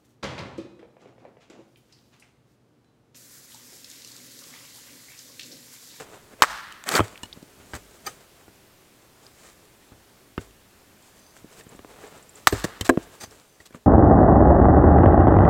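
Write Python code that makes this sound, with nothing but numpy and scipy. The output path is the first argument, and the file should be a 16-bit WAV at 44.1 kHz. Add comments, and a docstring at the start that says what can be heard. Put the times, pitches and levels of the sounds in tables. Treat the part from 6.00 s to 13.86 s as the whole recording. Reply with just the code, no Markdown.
"""An axe splits a log on a chopping block in a snowy wood, a few metres from the microphone.
Wind and hiss, a random field, lie under granular rustle of clothes and snow; a bite of breaking fibres
comes early and its late echo returns from the trunks. Fibre snaps tear the log apart; pieces knock, as
ringing modes, on block, deck and pile. Thin rising chirps, steely rubs and faint high whines come and go;
after a quieter stretch a second blow brings a run of hard knocks, and the last pieces settle."""
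import sys
import numpy as np
from scipy import signal
from scipy.io import wavfile
from scipy.ndimage import uniform_filter1d

SR = 44100
rng = np.random.default_rng(int(sys.argv[2]) if len(sys.argv) > 2 else 0)


def store_wav(level_fs):
    """Save 16-bit WAV to argv[1]."""
    pcm = np.round(np.clip(np.atleast_2d(level_fs), -1, 1) * 32767)
    wavfile.write(sys.argv[1], SR, pcm.T.astype(np.int16))


N = 346626
FIFTH = np.arange(SR // 5) / SR  # a fifth of a second [s], long enough for any knock

# a struck billet: (multiple of its pitch, level [dB], share of its t60)
BILLET = [(.33, -9, 0.68), (.62, -7, 0.68), (0.999, 1, 1), (1.241, -12.5, .6), (1.42, -6.5, .7),
          (1.851, -8, .6), (2.4, -10, .6), (2.95, -19.5, .5)]
# deck, pile and large pieces: (multiple of the hollow pitch, level [dB], t60 before the ring factor [s])
HOLLOW = [(.75, -6, 0.049), (1, -7, 0.083), (1.2, -8, .06), (1.47, -6.5, .05), (1.85, -8, .05),
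          (2.1, -9.5, .05)]
# the block on frozen soil: (frequency [Hz], level [dB], t60 before any shortening [s])
BLOCK = [(78, 3.5, .08), (104.6, 8.5, 0.12), (140, 2, .045)]
# fibres breaking: (frequency [Hz], level [dB])
SNAP = [(1470, -32.5), (2500, -7.5), (3710, -2.5), (5770, -7.5), (7980, -5), (9050, -15), (14400, -18.5),
        (15900, -23), (16500, -42)]


def gain_of(db):
    """Decibels to gain."""
    return 10 ** (np.asarray(db) / 20)


def evened(x):
    """Scales to rms 1."""
    return x / np.sqrt(np.mean(x ** 2) + 1e-20)


def peaked(x):
    """Scales to peak 1."""
    return x / (abs(x).max() + 1e-20)


def read(points, hz):
    """Straight lines on a log-frequency axis."""
    f, value = np.transpose(points)
    return np.interp(np.log(hz + 1), np.log(f + 1), value)


def add(mix, s, sound):
    """Mixes a sound in at second s."""
    part = mix[round(s * SR):][:len(sound)]
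    part += sound[:len(part)]


def above(x, hz):
    """High-pass."""
    return signal.sosfilt(signal.butter(2, hz, "high", fs=SR, output="sos"), x)


def causal(points):
    """Minimum-phase response with the given spectrum, floored at -90 dB."""
    level_db = read(points, abs(np.fft.fftfreq(4096, 1 / SR)))
    log_gain = np.log(gain_of(np.maximum(level_db, -90)))
    return np.fft.ifft(np.exp(np.conj(signal.hilbert(log_gain)))).real[:1024]


def ring(modes, pitch=1, lasting=1):
    """Sum of dying sines; pitch scales their frequencies, lasting their t60s."""
    sound = np.zeros(len(FIFTH))
    for f, db, t60 in modes:
        decay = gain_of(db - 60 * FIFTH / (t60 * lasting))
        sound += decay * np.sin(2 * np.pi * f * pitch * FIFTH)
    return sound


def singing(peaks):
    """Response of resonances given by their widths: the narrower, the longer they ring."""
    return ring([(f, db + 10 * np.log10(width), 2.2 / width) for f, width, db in peaks])


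def grains(count, per_s, spread_db):
    """Sparse clicks of random sign, a few of them large."""
    chance, size = rng.random(count), rng.exponential(1, count)
    sign = rng.choice([-1., 1.], count)
    return (chance < per_s / SR) * sign * gain_of(spread_db * np.minimum(size, 4))


def coloured(x, response):
    """Filters x and brings it to rms 1."""
    return evened(signal.oaconvolve(x, response)[:len(x)])


def swell(top, rise, fall, hold=0):
    """Times around a top, and a level in dB that climbs to it, holds and falls in straight lines."""
    t = top + np.arange(-SR // 4, SR // 3) / SR
    t = t[t >= 0]
    return t, -20 * np.maximum((top - t) / rise, np.maximum(t - top - hold, 0) / fall)


def chatter(contact):
    """A contact force: a first touch followed by smaller, uneven ones."""
    touches = grains(len(FIFTH), 8200, 2.7) + 4 * (FIFTH == 0)
    return touches * np.exp(-FIFTH / max(contact, 2e-4))


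def rung(db, force, body):
    """A force through a body, at a given peak level."""
    return gain_of(db) * peaked(signal.fftconvolve(force, body)[:len(force)])


def air():
    """Wind in bare trees and microphone hiss: random short-time spectra with faint drifting patches."""
    # wind and hiss: (frequency [Hz], level [dB])
    air_colour = [(12, -44.5), (20, -18.5), (65, -3), (195, -7), (224, -5.5), (289, -7.5), (382, -4.5),
                  (440, -14), (521, -10), (816, -13.5), (1280, -15.5), (15200, -24.5), (16500, -33.5)]
    # slow changes: (time [s], level [dB])
    air_level = [(0, 1), (2, 2), (3, -0.1), (5, 0.4), (6.4, 1.7), (7.1, 2.1), (7.45, -2.5), (7.7, -4.5),
                 (7.86, -5.5)]
    air_db = -56.5  # rms before the slow changes
    frames, hz = N // 256 + 5, np.fft.rfftfreq(1024, 1 / SR)
    a, b, patches = rng.standard_normal((frames, 513, 3)).T
    patches = uniform_filter1d(patches, 12, 0)  # across frequency
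    patches = evened(uniform_filter1d(patches, 14, 1))  # along time
    spectra = (a + 1j * b) * gain_of(read(air_colour, hz)[:, None] + .8 * patches)
    noise = evened(signal.istft(spectra, nperseg=1024, noverlap=768)[1][:N])
    level_db = np.interp(np.arange(N) / SR, *np.transpose(air_level))
    return gain_of(air_db + level_db) * noise


def move():
    """Cloth swishes in soft grains, snow crunches in finer, sharper ones, over a low, wandering fidget."""
    # sleeves, boots and snow as the chopper moves: (peak time [s], rise [s per 20 dB],
    # fall [s per 20 dB], swish level [dB], crunch level [dB])
    moves = [(.002, .011, .05, -38, -43), (.146, .14, .07, -46, -56), (.338, .1, .021, -51, -62),
             (.41, .03, .011, -43, -56), (1.042, .011, .09, -41, -46), (1.125, .021, .05, -52, -60),
             (1.24, .03, .07, -52, -54), (1.37, .05, .15, -60, -66), (1.602, .015, .05, -54, -64),
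             (1.75, .15, .15, -58, -56), (1.95, .15, .11, -60, -59), (2.09, .05, .09, -50, -48),
             (2.21, .015, .05, -55, -62), (2.41, .09, .09, -60, -66), (3.26, .11, .04, -64, -63),
             (3.46, .2, .15, -64, -54), (3.925, .011, .03, -54, -68), (4.41, .021, .09, -52, -53),
             (5.08, .09, .05, -70, -60), (5.168, .03, .05, -60, -65), (5.374, .05, .06, -59, -57),
             (5.53, .05, .04, -54, -58), (5.6, .07, .03, -49, -49), (5.73, .06, .06, -49, -60),
             (5.91, .05, .05, -52, -60), (6.04, .13, .11, -45, -56), (6.16, .09, .13, -50, -60),
             (6.37, .021, .11, -52, -53), (6.66, .011, .15, -43, -52), (6.82, .021, .021, -40, -46),
             (6.99, .011, .15, -49, -58), (7.034, .021, .021, -61, -53), (7.15, .06, .06, -56, -59),
             (7.32, .04, .15, -57, -56), (7.61, .015, .05, -58, -58), (7.755, .03, .03, -47, -58)]
    # cloth: (frequency [Hz], level [dB])
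    cloth_colour = [(71, -44.5), (120, -9), (366, -9.5), (430, -1), (491, -5.5), (936, -11), (1500, -13.5),
                    (4000, -25.5), (5200, -42), (8800, -120)]
    # snow: (frequency [Hz], level [dB])
    snow_colour = [(710, -29.5), (1200, -11), (2510, -8.5), (2790, -10), (5780, -10.5), (7570, -5),
                   (9720, -14), (12100, -18.5), (16000, -22)]
    fidget_swish_db, fidget_crunch_db, wander_db = -68, -71, 2.5
    wander = gain_of(wander_db * evened(uniform_filter1d(rng.standard_normal(N), 4000)))
    swish, crunch = gain_of(fidget_swish_db) * wander, gain_of(fidget_crunch_db) * wander
    for peak, rise, fall, swish_db, crunch_db in moves:
        t, shape_db = swell(peak, rise, fall)
        add(swish, t[0], gain_of(swish_db + shape_db))
        add(crunch, t[0], gain_of(crunch_db + shape_db))
    cloth = coloured(grains(N, 1500, 1.7), causal(cloth_colour))
    snow = coloured(grains(N, 4000, 2.6), causal(snow_colour))
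    return swish * cloth + crunch * snow


def soil(db):
    """The frozen ground answers a shock with a slow, late boom."""
    return gain_of(db) * np.sin(np.pi * FIFTH / FIFTH[-1]) ** 2 * np.sin(2 * np.pi * 52 * FIFTH)


def hit(contact, knock_db, hz, t60_s, tilt_db, snap_db, hollow_db, hollow_hz, hollow_lasting, thud_db):
    """An uneven contact force rings the billet, the hollow under it and the block."""
    ground_db, ground_share = -42, .55  # the ground booms at ground_db plus this share of the thud's dB
    force = chatter(contact)
    push = np.exp(-((FIFTH - .0012) / 0.00056) ** 2)  # the slow part of the force moves the heavy bodies
    billet = [(k, db + tilt_db * np.log2(k), t60) for k, db, t60 in BILLET]
    sound = rung(knock_db, force, above(ring(billet, hz, t60_s), .25 * hz))
    sound += rung(snap_db, force, causal(SNAP))
    hollow = above(ring(HOLLOW, hollow_hz, hollow_lasting), 0.39 * hollow_hz)
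    sound += rung(hollow_db, push + 0.027 * force, hollow)
    sound += rung(thud_db, push, above(ring(BLOCK), 55))
    return sound + soil(ground_db + ground_share * thud_db)


def blow(db, tilt_db, ground_db, contact, shock_db, log_db, log_hz, t60_s, thud_db):
    """A dense burst of breaking fibres while the edge travels, brightest at first touch."""
    # the edge parting the fibres: (frequency [Hz], level before the brightness tilt [dB])
    bite = [(88, -42.5), (150, -2.5), (409, -17), (1120, 0.5), (1790, -2), (2400, -15), (6050, -18),
            (7810, -19), (11100, -29), (14700, -23.5), (16500, -39.5)]
    colour = causal([(f, d + tilt_db * np.log2(f / 1000)) for f, d in bite])
    burst = coloured(grains(len(FIFTH), 15000, 3.14), colour)
    treble = above(burst, 3600)
    sound = (burst - treble) * np.exp(-(FIFTH / contact) ** 3)
    sound += treble * (np.exp(-(FIFTH / (.5 * contact)) ** 2) + 0.11 * np.exp(-FIFTH / 0.0035))
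    log = rung(log_db, chatter(0.0018), above(ring(BILLET, log_hz, t60_s), 540))  # the log rings briefly
    log += gain_of(thud_db) * peaked(above(ring(BLOCK, 1, .45), 55))  # and drives the block
    shock = gain_of(shock_db) * peaked(colour)  # what goes out to the trunks
    return gain_of(db) * peaked(sound) + log + soil(ground_db), shock


def tear(t, body_db, fizz_db, hollow_db):
    """Clumped fibre snaps excite the log's body, its bright fizz and the hollow below."""
    # body of the tearing log: (frequency [Hz], width [Hz], level [dB])
    grain = [(760, 330, -4), (1270, 270, -2), (1800, 480, 1.5), (2300, 400, -9), (3050, 170, -4.5)]
    clumps = gain_of(2.6 * evened(uniform_filter1d(rng.standard_normal(len(t)), 120)))
    snaps = grains(len(t), 7000, 1.9) * clumps
    sound = coloured(snaps, above(singing(grain), 370))
    sound += gain_of(fizz_db) * coloured(snaps, causal(SNAP))
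    sound += gain_of(hollow_db) * coloured(snaps, above(ring(HOLLOW, 420, 0.65), 200))
    soft_ends = np.minimum(1, np.minimum(t - t[0], t[-1] - t) / 0.0013)
    return t[0], gain_of(body_db) * sound * soft_ends


def after_blow(s, db):
    """The log goes on tearing behind the edge, ever more slowly."""
    delay_s, settle_s, settle_db = .0045, .004, 38  # dies by settle_db per tenfold time
    t = np.arange(SR // 20) / SR
    level_db = db - settle_db * np.log10(1 + t / settle_s)
    return tear(s + delay_s + t, level_db, fizz_db=1.5, hollow_db=-18)


def crack(db, hz, snap_db):
    """A splinter is one broad resonance under a bright snap."""
    contact_s, width_hz = .0017, 480
    force = chatter(contact_s)
    sound = rung(db, force, above(singing([(hz, width_hz, 0)]), .5 * hz))
    return sound + rung(snap_db, force, causal(SNAP))


def trunks(x):
    """Scattered returns from the wood: weaker ones first, then stronger ones after about 75 ms."""
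    # what the trunks return: (frequency [Hz], level [dB])
    echo_colour = [(150, -18.5), (500, -4.5), (900, -2.5), (1250, -6.5), (1700, -7), (2500, -5),
                   (6000, -4.5), (10000, -7.5), (16000, -15.5)]
    # how long it lasts: (frequency [Hz], t60 [s])
    echo_t60 = [(200, .9), (800, 0.7), (1400, 1.1), (3000, 1.3), (7000, .6), (15000, 0.87)]
    t = np.arange(SR) / SR
    weight = (1.2 + 1 / (1 + np.exp(-(t - .075) / .006))) * (t > .02)
    taps = grains(SR, 2500, 0.55) * weight
    hz, frame, z = signal.stft(taps, SR, nperseg=256)
    z = z * gain_of(read(echo_colour, hz)[:, None] - 60 * frame / read(echo_t60, hz)[:, None])
    tail = signal.istft(z, SR, nperseg=256)[1]
    return signal.fftconvolve(x, tail / np.linalg.norm(tail))[:N]


def split():
    """One long tear as the log is prised apart and the halves come away."""
    # course of the tear: (time [s], body level [dB], fizz relative [dB], hollow relative [dB])
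    split_course = [(.85, -53, -2.5, -6), (.876, -32, -6, -14), (.93, -29, -1.1, -8), (.954, -21, -4, -3),
                    (.972, -23.5, .4, -14), (.996, -26, -9, 3), (1.006, -24, -14, 4), (1.014, -40, -8, 6),
                    (1.045, -44, -8, -15)]
    s, *columns = np.transpose(split_course)
    t = s[0] + FIFTH
    return tear(t, *(np.interp(t, s, c) for c in columns))


def chirp(db):
    """A sine that climbs for 14 ms while it fades."""
    start_hz, fade_s = 6800, .004
    t = np.arange(0, .014, 1 / SR)
    turns = np.cumsum(start_hz * (1 + 0.45 * (t / t[-1]) ** 0.83)) / SR
    shape = np.sqrt(abs(np.sin(np.pi * t / t[-1]))) * np.exp(-t / fade_s)
    return gain_of(db) * peaked(np.sin(2 * np.pi * turns) * shape)


def scrape(top, rise, fall, hold, db, fizz_db, hollow_db):
    """A piece scrapes: a short tear that swells and fades."""
    t, shape_db = swell(top, rise, fall, hold)
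    return tear(t, db + shape_db, fizz_db, hollow_db)


def steely(top, rise, fall, hold, db, tilt_db):
    """Random clicks keep narrow high resonances singing: a bright, steely rub or a faint whine."""
    # steely resonances: (frequency [Hz], width [Hz], level before the tilt [dB])
    steel_modes = [(4780, 91, 2.5), (6136, 41, 5.5), (8700, 14, -3.5), (12100, 75, -10.5),
                   (14400, 50.7, -23)]
    t, shape_db = swell(top, rise, fall, hold)
    tilted = [(f, width, d + tilt_db * np.log2(f / 8000)) for f, width, d in steel_modes]
    steel = coloured(grains(len(t), 1400, 6.3), above(singing(tilted), 3000))
    return t[0], gain_of(db + shape_db) * steel


def scene():
    """Everything near the block shares the echo of the wood; the shock of each axe blow carries farthest."""
    # wood knocks on wood: (time [s], contact [s], knock peak [dB], knock pitch [Hz], knock t60 [s],
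    # brightness [dB per octave], snap [dB], hollow [dB], hollow pitch [Hz], hollow ring factor, thud [dB])
    hits = [ (.337, .0023, -49.5, 1650, .02, 1.1, -62, -38, 369, .77, -55),
            (.9938, .0012, -3, 1080, .012, -1.1, -30, -18, 361, .99, -19),
            (1.004, .003, -11, 1280, .017, -3, -40, -7, 380, .5, -17),
            (1.2332, .003, -25, 2920, .04, -5, -21, -33, 245, .76, -41),
            (1.2553, .0015, -38, 2950, .03, -1.1, -48, -56, 369, .9, -55),
            (1.3617, .0025, -54, 1770, .015, -3, -58, -44, 313, .9, -54),
            (1.373, .0025, -54, 1440, .015, -3, -59, -35, 245, .8, -55),
            (1.4272, .0025, -56, 1340, .015, -3, -38, -35, 285, .62, -53),
            (1.599, .0028, -56, 1480, .02, -5, -60, -44, 283, .9, -49),
            (1.7352, .0015, -23, 1570, .018, -3, -45, -30, 330, .9, -32),
            (1.7502, .004, -32, 2220, .011, -8, -50, -42, 233, .9, -32),
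            (2.0708, .0035, -23, 1257, .065, 1.5, -31, -38, 363, .8, -45),
            (2.48, .003, -40, 1390, .025, -3, -45, -42, 332, 1.1, -47),
            (3.9186, .0024, -49, 1296, .02, -4, -64, -42, 228, 1.1, -43),
            (4.3788, .0018, -17, 1270, .011, 2.1, -40, -18, 240, .66, -26),
            (4.3819, .002, -29, 1494, .055, .6, -49, -26, 390, .74, -33),
            (5.444, .0017, -52, 1100, .015, -1.1, -64, -33, 304, .75, -54),
            (5.6093, .0025, -37, 1820, .013, .1, -55, -45, 254, .7, -54),
            (5.6664, .0025, -45, 1270, .02, 2.1, -57, -37, 231, .9, -46),
            (5.722, .0025, -50, 1200, .015, -3, -60, -42, 240, .7, -55),
            (5.7492, .0022, -42, 1200, .02, -3, -51, -38, 268, .65, -55),
            (5.792, .0015, -33, 1190, .012, 2.1, -54, -34, 400, .53, -46),
            (5.847, .002, -33, 1090, .012, -1.1, -50, -33, 430, .6, -52),
            (5.987, .002, -42, 1350, .02, -3, -60, -43, 380, .6, -58),
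            (6.5254, .0025, -19, 1850, .015, 1.5, -22, -15, 280, .8, -24),
            (6.5283, .003, -24, 1110, .015, 3, -36, -14, 400, .6, -16),
            (6.6429, .005, -16, 1670, .011, -9, -16, -15, 260, .58, -46),
            (6.6495, .0025, -21, 1910, .018, -9, -21, -17, 376, .48, -32),
            (6.8105, .0037, -17, 3100, .014, -5, -13, -22, 237, .76, -23),
            (6.8924, .0023, -3, 1200, .014, -3, -12, -7, 420, .42, -48),
            (6.8951, .004, -7, 1675, .02, -4, -11, -3, 370, .65, -26),
            (6.8981, .002, -7, 1060, .025, -1.1, -38, -8, 345, 2.3, -36),
            (6.974, .002, -19, 1060, .009, 4, -43, -7.5, 316, .45, -35),
            (7.232, .003, -50, 1500, .015, .1, -55, -42, 420, .8, -42),
            (7.275, .003, -55, 1500, .015, .1, -60, -48, 240, .8, -44),
            (7.602, .003, -40, 1920, .025, 3, -58, -48, 269, .9, -48),
            (7.707, .0029, -47, 1630, .02, -3, -49, -42, 364, .7, -64),
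            (7.726, .0022, -44, 2300, .02, 2.1, -49, -57, 231, .9, -60),
            (7.7463, .002, -31, 1150, .015, -3, -46, -33, 240, 1.3, -58), ]
    # the axe bites: (time [s], peak [dB], brightness [dB per octave], ground [dB], contact [s],
    # shock sent into the wood [dB], log [dB], log pitch [Hz], log t60 [s], thud [dB], tearing [dB])
    blows = [(0.4213, 6.5, 1.16, -52, 0.003, -6.5, 1.1, 1270, 0.024, -35, -9),
             (6.4714, 8, 1.7, -39, 0.0042, -11, .1, 1183, 0.025, -30, -12)]
    # single fibres and splinters crack: (time [s], peak [dB], centre [Hz], snap [dB])
    cracks = [(.4295, -10, 1600, -22), (.4335, -11, 1740, -24), (.4372, -3, 1200, -16),
              (.4438, -13, 1310, -24), (.449, -20, 1400, -30), (.7243, -31, 3100, -29),
              (.8395, -30, 1330, -26), (.8899, -18.5, 1630, -8.5), (.9025, -25, 1270, -23),
              (.9211, -19, 970, -16), (.9424, -18, 1290, -28), (.9464, -17, 1020, -27),
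              (.954, -9, 4520, -23), (.9578, -16, 1250, -18), (.9662, -11, 1270, -28),
              (.9784, -10, 1360, -26), (.9864, -14, 1500, -33), (1.0814, -41, 1600, -33),
              (1.157, -32.5, 2280, -46), (1.1768, -30, 3360, -35), (1.1924, -51, 1310, -43),
              (1.3281, -27.5, 3740, -50), (1.3314, -32, 4700, -50), (3.2662, -36, 4900, -58),
              (4.5096, -47, 3010, -44), (5.3666, -38, 1392, -42), (6.5864, -31, 1074, -27),
              (6.5995, -37, 1498, -25), (6.7754, -41, 950, -41), (6.9384, -38, 1050, -50),
              (7.31, -43, 5600, -51), (7.3253, -44, 946, -49), (7.399, -47.5, 980, -39.5)]
    # thin rising chirps, perhaps a small bird: (time [s], peak [dB])
    chirps = [(1.7174, -49), (5.0235, -53.5), (5.1916, -53), (5.6356, -52), (5.691, -46.5), (5.7598, -51),
              (6.0724, -47.5), (6.1774, -49.5), (6.2257, -47.5), (6.292, -43), (6.355, -42)]
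    # pieces scrape: (top time [s], rise [s per 20 dB], fall [s per 20 dB], hold [s], body level [dB],
    # fizz relative [dB], hollow relative [dB])
    scrapes = [(1.74, .004, .022, .024, -38, -2.5, -6), (2.07, .025, .025, .008, -36, -3, -12),
               (3.44, .11, .07, .05, -56, -6, -20), (6.53, .011, .04, .004, -35, .3, 8),
               (6.56, .04, .05, .05, -44, 1.5, -12), (6.64, .003, .011, .012, -38, 5, -6),
               (6.851, .006, .03, .018, -39, 3, -22), (7.136, .025, .06, .003, -57, 3, -12),
               (7.21, .008, .025, .033, -42, .3, -8), (7.656, .003, .015, .012, -54, 7, -15)]
    # bright, steely rubs, and faint high tonal whines at 5.25 and 7.47 s: (top time [s],
    # rise [s per 20 dB], fall [s per 20 dB], hold [s], level [dB], tilt [dB per octave])
    rubs_and_whines = [(2.068, .013, .025, .003, -35, 5), (5.25, .15, .05, .05, -59, .1),
                       (6.48, .005, .06, .045, -50, 25), (7.204, .004, .03, .035, -41, 3),
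                       (7.47, .08, .05, .11, -68, 8)]
    near, shocks = np.zeros(N), np.zeros(N)
    for s, *row in hits:
        add(near, s, hit(*row))
    for s, *_, tear_db in blows:
        add(near, *after_blow(s, tear_db))
    for s, *row in cracks:
        add(near, s, crack(*row))
    add(near, *split())
    for s, db in chirps:
        add(near, s, chirp(db))
    for row in scrapes:
        add(near, *scrape(*row))
    for row in rubs_and_whines:
        add(near, *steely(*row))
    small = near.copy()  # all but the bites, which reach the trunks as shocks
    for s, *row, _ in blows:
        sound, shock = blow(*row)
        add(near, s, sound)
        add(shocks, s, shock)
    echo = trunks(shocks + gain_of(-33) * small)
    return (near + move() + echo + air())[None]


def record(dry):
    """The loudest blows clip; then a low-pass sets the band limit."""
    edge_hz = 16600
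    clipped = np.clip(dry, -1, 1)
    lowpass = signal.firwin(511, edge_hz, window=("kaiser", 9), fs=SR)
    limited = signal.oaconvolve(clipped, lowpass[None], "same")
    return np.clip(limited, -1, 1)


dry = scene()
out = record(dry)
store_wav(out)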